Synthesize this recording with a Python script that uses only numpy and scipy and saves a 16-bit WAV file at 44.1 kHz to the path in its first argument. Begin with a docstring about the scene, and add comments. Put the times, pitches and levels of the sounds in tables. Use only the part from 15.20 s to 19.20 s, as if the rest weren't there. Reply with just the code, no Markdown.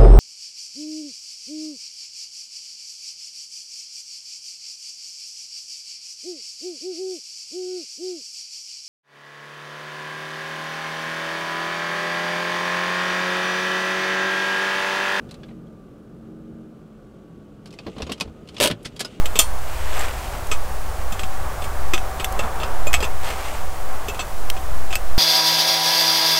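"""An engine idles, heard inside a parked car: firing tones and rumble, the speed slowly hunting.
A hand grips the handbrake; the lever clicks and knocks in its linkage, then is yanked up at 3.4 s
so that the pawl rips over the ratchet teeth, ringing the plate and shaking the console.
The hand slides off the leather grip and the button snaps back with a ping of its spring.
A faint accessory whine, airy hiss and soft rustling lie underneath."""
import sys
import numpy as np
from scipy import signal
from scipy.fft import rfft, irfft
from scipy.io import wavfile

SR = 44100
rng = np.random.default_rng(int(sys.argv[2]) if len(sys.argv) > 2 else 0)


def generate_wav(sig):
    """Save sig (samples, or channels by samples) to the path in sys.argv[1] as 16-bit PCM at SR."""
    pcm = np.round(np.clip(np.atleast_2d(sig).T, -1, 1) * 32767).astype(np.int16)
    wavfile.write(sys.argv[1], SR, pcm)


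N = 176400
SIZE = 16384  # samples per impact
T, HZ = np.arange(SIZE) / SR, np.fft.rfftfreq(SIZE, 1 / SR)


# pawl drops (time [s], level [dB], treble [dB], body [dB])
PAWL_DROPS = [(3.4012, -0.5, -5.5, -2), (3.4098, -3, 0, 2.5), (3.4186, -3.5, -1, 4.5), (3.4264, -1, 0, 0),
              (3.4329, -2, 2, -8.5), (3.4392, -1.5, 1, 3.5), (3.448, -4.5, 1, 1), (3.4576, 0, -3.5, 2),
              (3.4734, -2.5, -1.5, -3), (3.5005, -11, -17, 0.5), (3.5114, -5.5, -15, -19)]
# tooth impact spectrum (frequency [Hz], level [dB])
TOOTH_SPECTRUM = [(50, -30), (130, -23), (190, -15), (240, 5.5), (420, -2), (500, 4), (600, 11),
                  (800, -6.5), (1300, -1.5), (1900, -1), (3300, 4), (6300, -5.5), (8000, -4), (8700, -1.5),
                  (9900, -5), (12000, -8), (16000, -17)]
# tooth impact decay (frequency [Hz], t60 [s])
TOOTH_DECAY = [(150, 0.075), (700, 0.069), (3000, 0.068), (12000, 0.051)]
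# ratchet plate modes (frequency [Hz], level [dB], t60 [s])
PLATE_MODES = [(238, -35, 0.16), (408, -28.5, 0.18), (445.4, -32.5, .12), (576.5, -21.5, 0.18),
               (978, -25.5, .1), (1486, -30.5, 0.1), (1747, -30, 0.093), (2176, -39, 0.0594),
               (2880, -41, 0.12), (3237, -26, 0.055), (4100, -36, 0.044), (4510, -27.5, 0.029),
               (4790, -33, .06)]

def ratchet(bounce_s=.0028, alike_above_hz=1600):
    """At every tooth the pawl cracks, bounces once, rings the plate and shakes the console."""
    out = np.zeros(N)
    common = rfft(clatter(TOOTH_DECAY, rise_s=.00045))
    # the teeth ring partly alike in the treble; the console's thud varies from tooth to tooth
    alike = .4 * (1 - below(alike_above_hz))
    for s, db, treble_db, body_db in PAWL_DROPS:
        own = rfft(clatter(TOOTH_DECAY, rise_s=.00044))
        blow = amp(-3.5) * crack() + irfft(np.sqrt(alike) * common + np.sqrt(1 - alike) * own)
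        add(blow, bounce_s * rng.uniform(.85, 1.15), amp(-6) * crack())
        shelf_db = shelves(treble_db, body_db)
        impact = amp(8) * colour(blow, TOOTH_SPECTRUM, shelf_db)
        add(out, s, amp(db) * (impact + ring(PLATE_MODES, shelf_db)))
    return out


# button, linkage and trim contacts (time [s], level [dB], treble [dB], body [dB], rise [s],
# low ring [Hz], high ring [Hz], ring gain [dB])
CONTACTS = [(0.09, -27.5, -9, -14, 0.0013, 3480, 4140, -4), (.111, -23.5, 6, -1, .0003, 4000, 4320, 6),
            (0.1419, -26, 1, -2, .0003, 3970, 4380, 3), (.2328, -21.5, -19, -6, 0.00086, 1650, 3430, 0.5),
            (0.2858, -27.5, -36, 5, 0.0021, 2080, 3960, -1.5), (0.307, -35, -18, 3, .002, 1900, 2270, 5),
            (.469, -45, -8, -5, .0003, 3250, 3550, 6), (2.458, -23.5, 0.5, 1, 0.00052, 1535, 5330, -4),
            (2.473, -30.5, 3, 4, 0.0008, 1541, 5320, -2), (2.5069, -30, 0, -16, .0003, 3650, 6820, -3),
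            (2.527, -27, 0, -6, .0005, 2540, 5270, 4), (2.539, -31, 5.5, 2, 0.00035, 2080, 4450, 5),
            (2.5885, -15, -13.5, 1, 0.00019, 2565, 4500, -1),
            (2.7829, -19, -5.5, 11.5, 0.00041, 3080, 4030, 2),
            (2.8206, -7, -6.5, -5, 0.00044, 2680, 5550, -3),
            (2.8659, -16, -9, 5.5, 0.0022, 3120, 6700, -1.5),
            (2.8956, -10, -16, -14, 0.0011, 1086, 3040, -7), (2.919, -6, 3.5, -9, 0.0007, 2880, 3170, 3),
            (2.932, -25, -6, 3, .001, 3130, 3184, 15.5), (2.9795, -27, -5, -1, 0.00033, 2450, 4950, -3),
            (3.0005, -13, 2, 1, 0.00028, 2580, 4950, -11), (3.0092, -2, 1, 0.5, .0003, 2507, 4880, 2.5),
            (3.2746, -27, -2, -3, 0.00033, 3060, 4540, -11), (3.2883, -20, -4.5, -6, .0005, 3100, 4320, 1),
            (3.3438, -28, 4, 8, .001, 3200, 4490, -3), (3.3661, -10.5, -16, -11, 0.00033, 3460, 3920, -8),
            (3.3819, -16, -2, -3, 0.0006, 2860, 5220, 3), (3.6293, -41, 23.5, 1, 0.00028, 3080, 4470, -11),
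            (3.763, -21.5, 5, -8, 0.00097, 3300, 4620, 4.5),
            (3.7938, -5.5, 3, -16, 0.0016, 3280, 4420, -4.5), (3.804, -2.5, 8.5, -1, 0.002, 1693, 3190, 1),
            (3.8455, -13, 6, 2, 0.007, 4070, 5200, 3)]
# click spectrum (frequency [Hz], level [dB])
CLICK_SPECTRUM = [(60, -21), (250, 6.5), (500, 3), (850, 2), (1100, 4), (1750, -5.5), (2700, 2.5),
                  (5000, 1), (6300, -4.5), (8000, -6), (11000, -12), (16000, -31)]
# click decay (frequency [Hz], t60 [s])
CLICK_DECAY = [(200, 0.11), (1000, 0.081), (3500, 0.073), (12000, 0.052)]
# button return spring modes (frequency [Hz], level [dB], t60 [s])
SPRING_MODES = [(1460, -32, 0.076), (3256, -48, 0.074), (3865, -38, 0.064), (5020, -23, 0.046),
                (5170, -37, 0.034)]

def clicks(soft_rise_s=.0012, ring_t60_s=.047, spring_at_s=3.849):
    """Small contacts ring the part they strike; slower ones crack less. 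The spring pings last."""
    out = np.zeros(N)
    for s, db, treble_db, body_db, rise_s, low_hz, high_hz, ring_db in CONTACTS:
        hardness = np.exp(-rise_s / soft_rise_s)
        blow = amp(-3) * hardness * crack() + clatter(CLICK_DECAY, rise_s)
        impact = amp(3) * colour(blow, CLICK_SPECTRUM, shelves(treble_db, body_db))
        tones = ring([(low_hz, -21, ring_t60_s), (high_hz, -24.5, ring_t60_s)])
        tones *= 1 - np.exp(-T / rise_s)
        add(out, s, amp(db) * (impact + amp(ring_db) * tones))
    add(out, spring_at_s, ring(SPRING_MODES))
    return out


# console knocks (time [s], level [dB], boom gain [dB], boom [Hz])
LEVER_KNOCKS = [(2.6646, -0.5, -11, 190), (2.68, -7.5, -17, 187), (2.765, -8, -7, 134), (2.801, -4, -2, 71),
                (2.825, -8.5, 9.5, 71), (2.893, -1.5, -13, 89.7), (2.91, -2.5, -20, 192),
                (3.014, -8.5, -1.5, 177), (3.052, -18, 0, 74.3), (3.075, -16, 2, 74.5),
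                (3.503, 1.5, 6.5, 162), (3.522, -10, 6, 110)]
# knock spectrum (frequency [Hz], level [dB])
KNOCK_SPECTRUM = [(30, -35), (70, -4), (120, -8), (200, 5.5), (300, 3), (440, -1.5), (700, -5.5),
                  (1100, -12.5), (1900, -18), (4500, -19.5), (7000, -40), (16000, -47)]
# knock decay (frequency [Hz], t60 [s])
KNOCK_DECAY = [(70, 0.1), (300, 0.08), (2000, 0.054)]
# console panel modes (frequency [Hz], level [dB], t60 [s])
PANEL_MODES = [(442.6, -29.5, 0.14), (1070, -35.5, 0.067)]

def knocks(boom_t60_s=.18):
    """The lever takes up its slack, raps the console panel and sets the cabin booming."""
    out = np.zeros(N)
    for s, db, boom_db, boom_hz in LEVER_KNOCKS:
        thud = amp(-1.5) * colour(clatter(KNOCK_DECAY, rise_s=.003), KNOCK_SPECTRUM)
        boom = ring([(boom_hz, boom_db - 34, boom_t60_s)])
        add(out, s, amp(db) * (thud + ring(PANEL_MODES)) + boom)
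    return out


# grip friction spectrum (frequency [Hz], level [dB])
SCUFF_SPECTRUM = [(100, 7.5), (1000, -6.5), (2000, 3), (5000, 2), (6500, -5), (9000, -8.5), (16000, -32)]

def scuff(at_s=3.646, rise_s=.013, t60_s=.071, level_db=-28.5):
    """The hand slides off the leather grip: a short swell of friction."""
    out = np.zeros(N)
    swell = np.minimum(T / rise_s, decay(t60_s, start_s=rise_s))
    add(out, at_s, amp(level_db) * swell * noise(SCUFF_SPECTRUM, SIZE))
    return out


# idle speed (time [s], firing rate [Hz])
FIRING_RATE = [(0, 47.4), (.44, 44.55), (.69, 42.9), (1, 44.37), (1.28, 45.47), (1.6, 43.83), (1.95, 42.02),
               (2.3, 41.46), (2.6, 41.68), (3.1, 44.4), (3.65, 44.68), (4, 44.2)]
# engine orders (multiple of firing rate [ratio])
ORDERS = [2/3, 1, 4/3, 7/3, 3, 3.5, 4, 5, 17/3, 7, 8.4, 9.75]
# one per order (level [dB])
ORDER_LEVELS = [-63, -75, -58, -74, -51, -50, -48, -42.5, -66.5, -48, -57.5, -62]
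# gain on all orders (time [s], gain [dB])
ORDER_GAIN = [(0, -10.5), (.42, 4), (.62, -10), (.85, -6), (1, 1.5), (1.4, 2), (1.6, -5), (1.9, -10),
              (2.2, -4.5), (2.55, -7), (3.2, -9.5), (4, -14)]
# accessory whine (time [s], pitch [Hz], level [dB])
ACCESSORY_WHINE = [(0, 1170, -62), (.4, 1217, -64), (0.699, 1148, -64.5), (0.999, 1209, -70),
                   (1.402, 1200, -68), (1.8, 1145, -66.5), (2.45, 1125, -65), (2.901, 1253, -61),
                   (3.3, 1250, -64), (4, 1250, -72)]
# cabin rumble spectrum (frequency [Hz], level [dB])
RUMBLE_SPECTRUM = [(15, -65), (28, -7), (60, -7.5), (100, -7.5), (160, -2.5), (220, -5), (280, -8),
                   (400, -8), (470, -11.5), (550, -12.5), (700, -19.5), (1000, -28.5), (1150, -24.5),
                   (1450, -25), (1900, -38.5), (3000, -43), (8000, -48), (16000, -53)]
# cabin rumble envelope (time [s], level [dB])
RUMBLE_LEVEL = [(0, -40), (.35, -44.5), (.55, -45), (1.3, -45.5), (2.3, -46.5), (2.6, -45), (3.2, -44),
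                (4, -42)]

def engine(flutter_db=1.5, throb_depth=.1):
    """Firing orders and a faint accessory whine over a rumble that throbs with the firing."""
    phase = 2 * np.pi * np.cumsum(curve(FIRING_RATE)) / SR
    tones = np.zeros(N)
    for order, db in zip(ORDERS, ORDER_LEVELS):
        gain = amp(db + flutter_db * drift(hz=7.8))
        tones += gain * np.sin(order * phase + 2 * np.pi * rng.random())
    whine_hz = curve([(s, hz) for s, hz, db in ACCESSORY_WHINE])
    whine_db = curve([(s, db) for s, hz, db in ACCESSORY_WHINE]) + flutter_db * drift(hz=4.3)
    whine = amp(whine_db) * np.sin(2 * np.pi * np.cumsum(whine_hz) / SR)
    throb = 1 + throb_depth * np.sin(phase)
    rumble = noise(RUMBLE_SPECTRUM, N) * amp(curve(RUMBLE_LEVEL)) * throb
    return tones * amp(curve(ORDER_GAIN)) + whine + rumble


# air and rustle spectrum (frequency [Hz], level [dB])
HISS_SPECTRUM = [(300, 7), (500, 9.5), (800, 2), (1300, -24), (1900, 0), (3000, 4), (5000, -8),
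                 (8000, -8.5), (16000, -34)]
# air and rustle envelope (time [s], level [dB])
HISS_LEVEL = [(0, -63.5), (.3, -62.5), (.4, -71), (2.4, -67.5), (2.62, -58.5), (2.85, -52.5), (3.15, -63.5),
              (3.3, -62), (3.39, -46), (3.58, -61), (3.72, -59.5), (3.93, -51.5), (4, -57)]

def hiss(creaks_per_s=140, flicker_db=.5):
    """Air and soft rustling in the cabin; tiny leather creaks emerge as the rustle grows."""
    ticks = rng.standard_normal(N) * (rng.random(N) < creaks_per_s / SR)
    grain = colour(crack() + clatter(CLICK_DECAY, rise_s=.00089), HISS_SPECTRUM)
    creaks = unit(signal.oaconvolve(ticks, grain)[:N])
    level_db = curve(HISS_LEVEL)
    creak_db = .5 * (level_db - level_db.max())
    rustle = noise(HISS_SPECTRUM, N) + amp(creak_db) * creaks
    return rustle * amp(level_db + flicker_db * drift(hz=40))


def crack(tau_s=.00079):
    """The first millisecond of a hard contact; energy 1."""
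    return unit(rng.choice([-1., 1.], SIZE) * np.exp(-T / tau_s)) / np.sqrt(SIZE)


def clatter(bands, rise_s):
    """Dense ringing of parts and cabin, dying band by band; energy 1."""
    white = rfft(rng.choice([-1., 1.], SIZE))
    centres_hz, t60s = np.transpose(bands)
    ringing = np.zeros(SIZE)
    for selector, t60_s in zip(np.eye(len(t60s)), t60s):
        band = np.interp(np.log(HZ + 1), np.log(centres_hz), selector)
        ringing += irfft(white * band) * decay(t60_s)
    return unit(ringing * (1 - np.exp(-T / rise_s))) / np.sqrt(SIZE)


def ring(modes, shelf_db=0 * HZ):
    """Decaying modes of a struck part."""
    return sum(amp(db + np.interp(hz, HZ, shelf_db)) * decay(t60_s) * np.sin(2 * np.pi * hz * T)
               for hz, db, t60_s in modes)


def decay(t60_s, start_s=0):
    """Exponential: 1 at start_s, down 60 dB per t60_s."""
    return np.exp(-np.log(1000) * (T - start_s) / t60_s)


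def colour(x, spectrum, shelf_db=0):
    """Minimum-phase filter: a unit-power spectrum with shelves on top."""
    cepstrum = irfft(np.log(unit(gain_at(spectrum, HZ)) * amp(shelf_db)))
    cepstrum[1:SIZE // 2] *= 2
    cepstrum[SIZE // 2 + 1:] = 0
    return irfft(rfft(x) * np.exp(rfft(cepstrum)))


def shelves(treble_db, body_db, treble_hz=6000, body_hz=1120):
    """How much brighter or fuller one blow is, in dB."""
    return treble_db * (1 - below(treble_hz)) + body_db * below(body_hz)


def below(hz):
    """Soft shelf: 1 well under hz, 0 well above."""
    return 1 / (1 + (HZ / hz) ** 4)


def noise(spectrum, size):
    """Coloured noise, rms 1."""
    gain = gain_at(spectrum, np.fft.rfftfreq(size, 1 / SR))
    return unit(irfft(rfft(rng.standard_normal(size)) * gain, size))


def drift(hz):
    """Random wander up to about hz, rms 1."""
    lowpass = np.exp(-(np.fft.rfftfreq(N, 1 / SR) / hz) ** 2)
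    return unit(irfft(rfft(rng.standard_normal(N)) * lowpass, N))


def gain_at(spectrum, hz):
    """Gain from a dB table, interpolated in log frequency."""
    points_hz, db = np.transpose(spectrum)
    return amp(np.interp(np.log(hz + 1), np.log(points_hz), db))


def curve(points):
    """Linear control over the whole scene."""
    return np.interp(np.arange(N) / SR, *np.transpose(points))


def add(mix, s, sound):
    """Mixes a sound in at time s."""
    part = mix[round(s * SR):][:len(sound)]
    part += sound[:len(part)]


def amp(db):
    """Decibels to gain."""
    return 10 ** (np.asarray(db) / 20)


def unit(x):
    """Scales to rms 1."""
    return x / np.sqrt(np.mean(x ** 2) + 1e-20)


def scene():
    """Engine, cabin and handbrake, mono."""
    return (engine() + hiss() + ratchet() + clicks() + knocks() + scuff())[None]


def record(dry):
    """Low-pass at 15750 Hz."""
    lowpass = signal.firwin(511, 15750, window=("kaiser", 9), fs=SR)
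    return signal.oaconvolve(dry, lowpass[None], "same")


dry = scene()
out = record(dry)
generate_wav(out)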